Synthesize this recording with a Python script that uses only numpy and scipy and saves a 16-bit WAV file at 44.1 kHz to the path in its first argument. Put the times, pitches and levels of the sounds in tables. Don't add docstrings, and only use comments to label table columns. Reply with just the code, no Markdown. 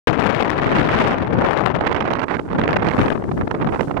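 import sys
import numpy as np
from scipy import signal
from scipy.fft import rfft, irfft, next_fast_len
from scipy.io import wavfile
from scipy.ndimage import uniform_filter1d, map_coordinates

SR = 44100
rng = np.random.default_rng(int(sys.argv[2]) if len(sys.argv) > 2 else 0)


def wav_record(signal):
    frames = np.transpose(np.atleast_2d(signal))
    bounded = np.clip(frames, -1, 1)
    quanta = np.round(bounded * 32767).astype(np.int16)
    wavfile.write(sys.argv[1], SR, quanta)


N = 176400
START_S = .0722
FULL_FLOW_DB = -14.5

# t/s, rumble level/dB, flow level/dB
LEFT_GUSTS = [(0.07, -14, -21.5), (0.32, -19, -15.5), (0.68, -16.5, -25.5), (0.82, -12.5, -16.5),
              (0.91, -19, -21), (0.99, -14.5, -11), (1.26, -18.5, -34), (1.37, -9, -31.5),
              (1.47, -22, -21.5), (1.7, -16.5, -27), (1.9, -27, -51), (2.09, -23, -37.5), (2.25, -37, -85),
              (2.45, -28, -66), (2.64, -19, -30.5), (2.94, -23.5, -54), (2.98, -17, -26),
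              (3.35, -22, -63.5), (3.39, -14, -41), (3.5, -30.5, -90), (3.63, -21, -40), (3.66, -21.5, -54),
              (3.74, -29, -56), (3.99, -29, -78)]
RIGHT_GUSTS = [(0.07, -37, -58), (0.33, -38, -66), (0.37, -34, -43.5), (0.55, -35, -42), (0.76, -24, -16.5),
               (0.84, -31, -32.5), (1.01, -29, -21), (1.32, -26.5, -47.5), (1.39, -19, -38.5),
               (1.44, -24, -27.5), (1.5, -30, -58), (1.69, -33, -83), (1.84, -22, -24), (2.36, -26.5, -35),
               (2.42, -27.5, -50), (2.61, -16.5, -34), (2.8, -23.5, -36), (2.88, -15, -22.5),
               (3.08, -23, -31.5), (3.13, -31, -59), (3.4, -21, -59), (3.45, -26.5, -56.5),
               (3.8, -18, -35.5), (3.85, -23, -61.5), (3.99, -18.5, -40.5)]
# t/s, swing/dB
UNSTEADINESS = [(.3, 6.5), (1.0, 3.5), (1.65, 2.5), (1.9, 7.5), (2.8, 6), (3.0, 15), (3.2, 7), (3.9, 7)]


def wind(side):
    rumble_db, flow_db = curves((LEFT_GUSTS, RIGHT_GUSTS)[side])
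    unsteady_db, = curves(UNSTEADINESS)
    swing_db = unsteady_db + .23 * np.clip(FULL_FLOW_DB - flow_db, 0, 20)
    buffet_db = .3 * unsteady_db * np.minimum(wobble(rate=26), 1)
    push = eddies()
    flutter = .86 * wobble(rate=220)
    turbulence = 2 * np.tanh(unit(push + flutter) / 2) - .21
    flow = amp(flow_db + buffet_db + swing_db * turbulence)
    flow = flow / np.hypot(1, flow / amp(-18.5))
    strikes = blasts(side)
    shake_db = .34 * swing_db * np.minimum(uniform_filter1d(push, size=300), 1)
    low_end = rumble(rumble_db + buffet_db + shake_db, strikes)
    drive_db = 20 * np.log10(np.maximum(flow, strikes))
    return low_end + rasp(drive_db, side)


def eddies(per_second=110, rise_s=.00089, decay_s=.006):
    arrivals = (rng.random(N) < per_second / SR) * (.5 + rng.random(N))
    age = np.arange(SR // 10) / SR
    envelope = np.exp(-age / decay_s) * (1 - np.exp(-age / rise_s))
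    pressure = np.sqrt(np.abs(signal.fftconvolve(arrivals, envelope)[:N]))
    return unit(pressure - uniform_filter1d(pressure, size=3000))


# f/Hz, level/dB
LEFT_RASP_EQ = [(100, -32), (250, -3), (450, 1.5), (800, 0), (1200, -2.5), (2000, -8), (3000, -15.5),
                (5000, -30), (8000, -42.5), (15000, -60)]
RIGHT_RASP_EQ = [(100, -48), (250, -7.5), (450, 1), (800, 0), (1200, -2.5), (2000, -6), (3000, -17),
                 (5000, -31.5), (8000, -45), (15000, -67.5)]
# f/Hz, growth/(dB per dB)
BAND_GROWTH = [(250, 0.17), (500, .5), (1000, 0.64), (2000, 0.94), (4000, 1.23), (8000, 1.5945),
               (15000, 2.27)]
# t/s, level/dB
ROAR_RIDE = [(.3, 0), (.7, -1.5), (1.05, -2.5), (1.3, -1), (1.42, 4.5), (1.55, 2), (1.9, 0), (2.9, 0),
             (3.2, 2), (3.9, 2.5)]
# f/Hz, share
ROAR_BANDS = [(250, .3), (500, 1), (1000, .9), (2000, 0)]


def rasp(flow_db, side, brightest_db=-9, crackle_depth_db=12, trim_db=-2.2):
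    source = noise((LEFT_RASP_EQ, RIGHT_RASP_EQ)[side])
    presence = filtered(source, lambda hz: (hz > 1000) & (hz < 4000))
    centres, bands = octaves(source / np.std(presence))
    growth = along(BAND_GROWTH, centres)[:, None]
    crackle_db = crackle_depth_db * np.tanh(wobble(rate=1100) / 2) * growth
    roar_db = along(ROAR_BANDS, centres)[:, None] * curves(ROAR_RIDE)[0]
    excess_db = np.maximum(flow_db - brightest_db, 0)
    band_db = growth * (flow_db - excess_db - FULL_FLOW_DB) + excess_db
    return amp(FULL_FLOW_DB + trim_db) * np.sum(bands * amp(band_db + crackle_db + roar_db), axis=0)


# t/s, length/s, left level/dB, right level/dB
EDDY_HITS = [(0.2584, 0.018, -14.5, -40), (0.344, 0.0046, -8, -56), (0.42, 0.012, -17, -50),
             (0.501, 0.0027, -7.5, -29), (0.597, 0.0019, -8, -45.0), (0.618, 0.029, -20.0, -50),
             (1.622, 0.0056, -33, -45.0), (1.657, 0.0094, -15.5, -53), (1.746, 0.022, -18.5, -56),
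             (1.808, 0.0051, -28, -12), (1.867, 0.012, -30, -12.5), (1.924, 0.0076, -47, -14.5),
             (1.962, 0.0068, -42, -15.5), (2.0033, 0.011, -32, -16.5), (2.0505, 0.014, -49, -20),
             (2.1028, 0.0075, -37, -15.5), (2.1344, 0.0017, -47, -10), (2.1487, 0.0062, -50, -18.0),
             (2.186, 0.011, -36, -21.0), (2.2148, 0.0076, -53, -20.5), (2.234, 0.011, -43, -19),
             (2.3074, 0.012, -49, -20.5), (2.32, 0.0086, -64, -24), (2.333, 0.024, -46, -23),
             (2.3915, 0.0072, -39, -18), (2.5284, 0.005, -41, -21), (2.586, 0.0117, -52, -17.5),
             (2.6146, 0.0017, -18, -7), (2.656, 0.0046, -30, -18), (2.6765, 0.0038, -33, -11.5),
             (2.699, 0.013, -30, -23), (2.729, 0.0063, -27.0, -10.5), (2.7632, 0.0077, -22, -10.5),
             (2.8197, 0.011, -28, -14), (2.8837, 0.0084, -42.0, -11), (3.101, 0.0047, -15, -39),
             (3.116, 0.019, -25, -37), (3.22, 0.0073, -39, -30.5), (3.2388, 0.0049, -26, -45.0),
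             (3.314, 0.0066, -39, -23.5), (3.3755, 0.0021, -23, -33), (3.4095, 0.012, -36, -26.5),
             (3.473, 0.0059, -27, -38), (3.5087, 0.0079, -49, -18.5), (3.542, 0.0125, -34.5, -27.5),
             (3.613, 0.02, -44, -23.5), (3.669, 0.0082, -59, -22.5), (3.6876, 0.0085, -51, -23),
             (3.723, 0.011, -42, -29.5), (3.7324, 0.02, -34, -30.5), (3.8068, 0.0055, -57, -9),
             (3.8296, 0.0032, -39, -26), (3.9076, 0.0078, -45.0, -21.5), (3.9662, 0.013, -60, -22)]


def blasts(side, rise_s=.00089, fall_s=.0008, trim_db=-2.5, gain_settle_db=-6.5):
    t = np.arange(N) / SR
    gain_settle_s = (.014, .004)[side]
    envelope = amp(gain_settle_db) * np.exp(-np.abs(t - START_S) / gain_settle_s)
    age = np.arange(SR // 20) / SR
    for onset_s, length_s, *levels_db in EDDY_HITS:
        attack = 1 - np.exp(-age / rise_s)
        release = np.exp(-np.maximum(age - length_s, 0) / fall_s)
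        span = envelope[round(onset_s * SR):][:len(age)]
        span += amp(levels_db[side] + trim_db) * (attack * release)[:len(span)]
    return envelope


# f/Hz, level/dB
RUMBLE_EQ = [(20, -20), (40, -12), (70, -5), (120, -1), (170, 0), (250, -2.5), (340, -5), (500, -14),
             (900, -33), (2500, -60), (8000, -100)]


def rumble(level_db, strikes, trim_db=-3, thump_db=-5.5):
    return np.hypot(amp(level_db + trim_db), amp(thump_db) * strikes) * noise(RUMBLE_EQ)


# f/Hz, level/dB
HISS_EQ = [(300, -6), (1500, 4.5), (3000, 10.5), (5000, 8), (8000, 5.5), (10000, 1.5), (13000, -6.5),
           (16000, -20.5)]
# t/s, level/dB
HISS_RIDE = [(.1, -69), (1.0, -75), (1.6, -74), (2.2, -73), (2.33, -61), (2.55, -66), (2.8, -70),
             (2.88, -59), (3.02, -52), (3.22, -63), (3.38, -58.5), (3.44, -62.5), (3.65, -64), (3.82, -52),
             (3.95, -62)]


def hiss(lean_db=1.5):
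    level_db, = curves(HISS_RIDE)
    swell = amp(level_db + wobble(rate=35))
    return swell * np.array([amp(lean_db) * noise(HISS_EQ), amp(-lean_db) * noise(HISS_EQ)])


def amp(db):
    return 10 ** (np.asarray(db) / 20)


def unit(x):
    return x / np.sqrt(np.mean(x ** 2) + 1e-20)


def along(points, hz):
    freqs, values = np.transpose(points)
    return np.interp(np.log(hz + 1), np.log(freqs + 1), values)


def curves(rows):
    times, *columns = np.transpose(rows)
    return [np.interp(np.arange(N) / SR, times, column) for column in columns]


def wobble(rate):
    knots = rng.standard_normal(int(N * rate / SR) + 4)
    return unit(map_coordinates(knots, [np.arange(N) * rate / SR]))


def filtered(x, response):
    size = next_fast_len(N + SR // 2)
    return irfft(rfft(x, size) * response(np.fft.rfftfreq(size, 1 / SR)), size)[..., :N]


def noise(eq):
    return unit(filtered(rng.standard_normal(N), lambda hz: amp(along(eq, hz))))


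def octaves(x):
    centres = 250 * 2. ** np.arange(7)
    triangles = [np.c_[centres, gains] for gains in np.eye(len(centres))]
    return centres, filtered(x, lambda hz: np.array([along(band, hz) for band in triangles]))


def scene():
    return np.array([wind(side=0), wind(side=1)]) + hiss()


def record(dry, open_s=.0004, overload=.97, top_hz=15900):
    gated = dry * np.clip((np.arange(N) / SR - START_S) / open_s, 0, 1)
    clipped = gated / (1 + np.abs(gated / overload) ** 6) ** (1 / 6)
    return filtered(clipped, lambda hz: .5 - .5 * np.tanh((hz - top_hz) / 200))


dry = scene()
out = record(dry)
wav_record(out)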